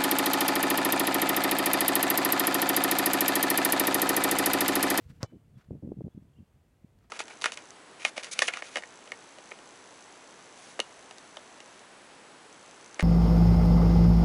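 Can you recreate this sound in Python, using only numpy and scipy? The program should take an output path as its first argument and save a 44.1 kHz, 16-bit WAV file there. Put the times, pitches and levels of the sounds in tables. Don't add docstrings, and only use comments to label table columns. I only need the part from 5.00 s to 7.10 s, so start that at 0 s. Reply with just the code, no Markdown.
import sys
import numpy as np
from scipy import signal
from scipy.io import wavfile
from scipy.ndimage import uniform_filter1d

SR = 44100
rng = np.random.default_rng(int(sys.argv[2]) if len(sys.argv) > 2 else 0)


def pcm_store(signal):
    levels = np.round(np.clip(np.atleast_2d(signal), -1, 1) * 32767)
    wavfile.write(sys.argv[1], SR, levels.astype(np.int16).T)


N = 92610
TIME_S = np.arange(N) / SR
EDGES_HZ = np.geomspace(20, 17000, 27)
CENTRES_HZ = np.sqrt(EDGES_HZ[1:] * EDGES_HZ[:-1])

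# (frequency [Hz], relative density [dB per Hz])
AIR_SPECTRUM = [(25, -9.5), (60, -1), (150, -3), (300, -6.5), (600, -11.5), (1200, -19.5), (2500, -23.5),
                (5000, -31), (8500, -30.5), (12000, -35), (16000, -38)]
AIR_DB = -69.5
HUM_HZ, HUM_DB, HUM_FADE_S = 478, -70.5, .3

# (time [s], RMS level [dB])
WIND_LEVEL = [(0, -63), (.045, -58), (.065, -57), (.125, -50.5), (.15, -63.5), (.175, -52.5), (.205, -58),
              (.27, -64), (.315, -62.5), (.328, -49.5), (.37, -52), (.382, -62), (.52, -60), (.58, -50),
              (.625, -75), (.665, -61.5), (.70, -56.5), (.712, -43), (.755, -43.5), (.80, -56), (.814, -67),
              (.83, -42.5), (.895, -44), (.935, -47), (.952, -62), (.975, -43), (1.018, -42.5),
              (1.028, -69), (1.043, -42), (1.08, -44), (1.095, -65), (1.135, -71), (1.152, -50),
              (1.185, -52.5), (1.21, -58.5), (1.25, -57.5), (1.345, -64.5), (1.40, -51.5), (1.43, -57),
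              (1.455, -72), (1.53, -66), (1.56, -58), (1.6, -70), (1.93, -66), (1.98, -62.5), (2.1, -66.5)]
# (time [s], frequency [Hz])
WIND_TOP_EDGE = [(.05, 150), (.29, 190), (.335, 343), (.42, 221), (.68, 170), (.74, 237), (.80, 201),
                 (.84, 233), (.96, 185), (1.18, 189), (1.4, 200), (2.1, 171)]
WIND_LOW_HZ, WIND_LOW_EXPONENT = 82, 2.67
WIND_TOP_EXPONENT, WIND_CEILING_HZ = 3.99, 830
WIND_REF_DB, WIND_DB_PER_OCTAVE = -49, 22.5

# (centre [s], length [s], level [dB], brightness [dB per octave])
BOOT_SWISHES = [(.01, 0.12, -73.5, 3.5), (0.104, .02, -65.5, 0.5), (0.168, 0.073, -76, 3),
                (0.213, 0.008, -54.5, -4.5), (0.229, .014, -49.5, -3), (0.31, 0.026, -74.5, -3.5),
                (0.584, 0.017, -70, .5), (.612, 0.024, -67, -2), (0.646, 0.0073, -72, -.5),
                (1.989, 0.0021, -68.5, 2), (2.039, 0.049, -74.5, -1), (2.046, .003, -67, -8)]
# (frequency [Hz], relative density [dB per Hz])
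GRASS_SPECTRUM = [(60, -33), (250, -9), (700, -1.5), (1500, 4.5), (3000, -3), (6000, -9), (10000, -17),
                  (16000, -23)]
GRASS_GRAIN_DB = 1.5

# (centre [s], level [dB], frequency [Hz])
WIND_EDDIES = [(.067, -40.5, 89), (.103, -41.5, 148), (0.208, -43, 160), (.326, -43.5, 350),
               (.335, -42, 297), (.359, -42.5, 229), (.369, -43, 220), (.572, -44.5, 136),
               (0.689, -40.5, 142), (.709, -30.5, 367), (.717, -30, 136), (0.732, -36.5, 272),
               (.753, -36, 265), (.826, -44.5, 460), (.836, -35.5, 268), (.850, -30, 202),
               (.876, -31.5, 295), (.892, -30.5, 223), (.920, -23.5, 312), (.941, -39, 210),
               (.973, -33.5, 198), (0.989, -32, 160), (1.009, -29.5, 370), (1.018, -28.5, 236),
               (1.049, -28.5, 150), (1.0694, -29.5, 245), (1.081, -36, 362), (1.150, -41.5, 199),
               (1.178, -32.5, 200), (1.225, -45.5, 200), (1.389, -46.5, 230), (1.407, -39, 175),
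               (1.429, -44.5, 156), (1.847, -38, 176)]
EDDY_CYCLES = 0.28
CORE_DB, CORE_RATIO, CORE_CYCLES = -20.5, 2.23, 0.13
CORE_GROWTH_DB_PER_DB, CORE_REF_DB = .6, -23.5

KICK_S = .2305
KICK_LOW_CUT_HZ = 48.3
# (frequency [Hz], level before attack and decay [dB], t60 [s])
BALL_MODES = [(282, -36, 0.024), (540, -30, .028), (615, -41, .035), (710, -46, 0.032), (830, -39.5, 0.03),
              (1119, -43, 0.044), (1240, -42.5, .04), (1340, -49, .04), (1453, -47.5, 0.036),
              (1847, -46, .055), (2080, -52, 0.041), (2316, -69, 0.32), (2987, -71.5, 0.32),
              (3017, -69, 0.48), (3450, -72, 0.22), (4030, -73, .25), (6170, -42.5, 0.032)]
BALL_ATTACK_S = 0.00074
THUMP_DB, THUMP_HZ, THUMP_S = -25, 111, .015
PUSH_DB, PUSH_RISE_S = -22.5, 0.00028
CRACK_DB, CRACK_HZ, CRACK_RISE_S = -25, 5130, 0.00014
# (delay after kick [s], peak level [dB])
KICK_TICKS = [(.0003, -27.5), (.0014, -34)]
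TICK_SIGMA_S = .00002
KNOCK_DELAY_S, KNOCK_DB, KNOCK_HZ, KNOCK_RISE_S = .0133, -33.5, 510, 0.00086
# (frequency [Hz], relative density [dB per Hz])
SLAP_SPECTRUM = [(60, -20), (250, -5), (550, 5), (1200, -6), (2200, -10.5), (3300, -19), (5300, -3.5),
                 (7000, -10.5), (9000, -36), (16000, -46)]
SLAP_DB, SLAP_T60_S = -33.5, 0.0085
# (frequency [Hz], relative density [dB per Hz])
SCATTER_SPECTRUM = [(80, -8), (300, 0), (600, 4.5), (1200, 2), (2200, -10.5), (3200, -33), (4300, -8),
                    (6300, -9), (7300, -16), (8800, -55), (16000, -63)]
SCATTER_DB, SCATTER_T60_S = -40, 0.084
SCATTER_HOLD_S, SCATTER_RELEASE_S = 0.033, 0.0033

# (start [s], length [s], start pitch [Hz], end pitch [Hz], peak level [dB])
BIRD_CHIRPS = [(0.548, 0.032, 3450, 3310, -75.5), (1.11, 0.031, 3350, 3455, -78.5),
               (1.14, 0.086, 3370, 3376, -86), (1.332, 0.011, 3500, 2800, -76),
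               (1.353, 0.029, 2750, 2910, -75), (1.374, .016, 2900, 3320, -73.5),
               (1.382, 0.022, 2900, 2580, -75)]
BIRD_ECHO_DB, BIRD_ECHO_T60_S = -10, 0.56

CUTOFF_HZ = 15800


def from_db(db):
    return 10 ** (np.asarray(db) / 20)


def rms_one(x):
    return x / np.sqrt(np.mean(x ** 2) + 1e-20)


def noise_bands():
    white = rng.standard_normal((2, N))
    bands = []
    for k in range(len(CENTRES_HZ)):
        band_pass = signal.butter(2, EDGES_HZ[k:k + 2], "band", fs=SR, output="sos")
        bands.append(signal.sosfilt(band_pass, white[k % 2]))
    return np.array(bands)


def gains(spectrum, hz):
    points_hz, db = np.transpose(spectrum)
    return from_db(np.interp(np.log(hz), np.log(points_hz), db))


def shaped_noise(spectrum):
    return rms_one(gains(spectrum, CENTRES_HZ) @ noise_bands())


def dying(age_s, t60_s):
    return (age_s >= 0) * from_db(-60 * np.maximum(age_s, 0) / t60_s)


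def swell(age_s, rise_s):
    along = np.maximum(age_s, 0) / rise_s
    return along * np.exp(1 - along)


def sine(hz, age_s):
    return np.sin(2 * np.pi * hz * age_s)


def air():
    return from_db(AIR_DB) * shaped_noise(AIR_SPECTRUM)


def hum():
    return from_db(HUM_DB) * np.exp(-(TIME_S / HUM_FADE_S) ** 2) * sine(HUM_HZ, TIME_S)


def wind():
    db = np.interp(TIME_S, *np.transpose(WIND_LEVEL))
    octaves_up = (db - WIND_REF_DB) / WIND_DB_PER_OCTAVE
    top_hz = np.interp(TIME_S, *np.transpose(WIND_TOP_EDGE)) * 2 ** octaves_up
    rumble = np.zeros(N)
    for hz, band in zip(CENTRES_HZ, noise_bands()):
        low_loss = 1 + (WIND_LOW_HZ / hz) ** WIND_LOW_EXPONENT
        top_loss = 1 + (hz / top_hz) ** WIND_TOP_EXPONENT
        rumble += band / low_loss / top_loss
    rumble = signal.sosfilt(signal.butter(4, WIND_CEILING_HZ, fs=SR, output="sos"), rumble)
    local_rms = np.sqrt(uniform_filter1d(rumble ** 2, size=1100) + 1e-20)
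    return from_db(db) * rumble / local_rms


def boots():
    bands = noise_bands()
    grain_db = GRASS_GRAIN_DB * rms_one(uniform_filter1d(rng.standard_normal(N), size=50))
    grain = rms_one(from_db(grain_db))
    out = np.zeros(N)
    for centre_s, length_s, db, tilt_db in BOOT_SWISHES:
        tilt = from_db(tilt_db * np.log2(CENTRES_HZ))
        rustle = rms_one((gains(GRASS_SPECTRUM, CENTRES_HZ) * tilt) @ bands)
        out += from_db(db) * np.exp(-2 * ((TIME_S - centre_s) / length_s) ** 2) * rustle
    return out * grain


def eddies():
    out = np.zeros(N)
    for centre_s, db, hz in WIND_EDDIES:
        cycles = np.clip((TIME_S - centre_s) * hz, -10, 10)
        body = np.sin(2 * np.pi * cycles) / np.cosh(cycles / EDDY_CYCLES)
        core = np.sin(2 * np.pi * CORE_RATIO * cycles) / np.cosh(cycles / CORE_CYCLES)
        core_db = CORE_DB + CORE_GROWTH_DB_PER_DB * (db - CORE_REF_DB)
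        out += from_db(db) * (body + from_db(core_db) * core)
    return out


def kick():
    age_s = TIME_S - KICK_S
    push = from_db(PUSH_DB) * swell(age_s, PUSH_RISE_S)
    crack = from_db(CRACK_DB) * swell(age_s, CRACK_RISE_S) * sine(CRACK_HZ, age_s)
    ticks = sum(from_db(db) * np.exp(-.5 * ((age_s - delay_s) / TICK_SIGMA_S) ** 2)
                for delay_s, db in KICK_TICKS)
    thump = from_db(THUMP_DB) * (age_s >= 0) * np.exp(-(age_s / THUMP_S) ** 2) * sine(THUMP_HZ, age_s)
    modes = sum(from_db(db) * dying(age_s, t60_s) * sine(hz, age_s) for hz, db, t60_s in BALL_MODES)
    modes = modes * (1 - np.exp(-np.maximum(age_s, 0) / BALL_ATTACK_S))
    knock_age_s = age_s - KNOCK_DELAY_S
    knock = from_db(KNOCK_DB) * swell(knock_age_s, KNOCK_RISE_S) * np.cos(2 * np.pi * KNOCK_HZ * knock_age_s)
    slap = from_db(SLAP_DB) * dying(age_s, SLAP_T60_S) * shaped_noise(SLAP_SPECTRUM)
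    release = np.exp(-np.maximum(age_s - SCATTER_HOLD_S, 0) / SCATTER_RELEASE_S)
    scatter_fade = dying(age_s, SCATTER_T60_S) * release
    scatter = from_db(SCATTER_DB) * scatter_fade * shaped_noise(SCATTER_SPECTRUM)
    blow = push + crack + ticks - thump + modes + knock + slap + scatter
    return signal.sosfilt(signal.butter(1, KICK_LOW_CUT_HZ, "high", fs=SR, output="sos"), blow + 1e-18)


def bird():
    song = np.zeros(N)
    for start_s, length_s, start_hz, end_hz, db in BIRD_CHIRPS:
        along = np.clip((TIME_S - start_s) / length_s, 0, 1)
        pitch_hz = start_hz + (end_hz - start_hz) * along
        whistle = np.sin(2 * np.pi * np.cumsum(pitch_hz) / SR)
        song += from_db(db) * np.sin(np.pi * along) * whistle
    trees = rng.standard_normal(N) * dying(TIME_S, BIRD_ECHO_T60_S)
    echo = signal.fftconvolve(song, trees / np.linalg.norm(trees))[:N]
    return song + from_db(BIRD_ECHO_DB) * echo


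def scene():
    return (air() + hum() + wind() + boots() + eddies() + kick() + bird())[None]


def record(dry):
    return signal.sosfilt(signal.ellip(10, .1, 70, CUTOFF_HZ, fs=SR, output="sos"), dry)


dry = scene()
out = record(dry)
pcm_store(out)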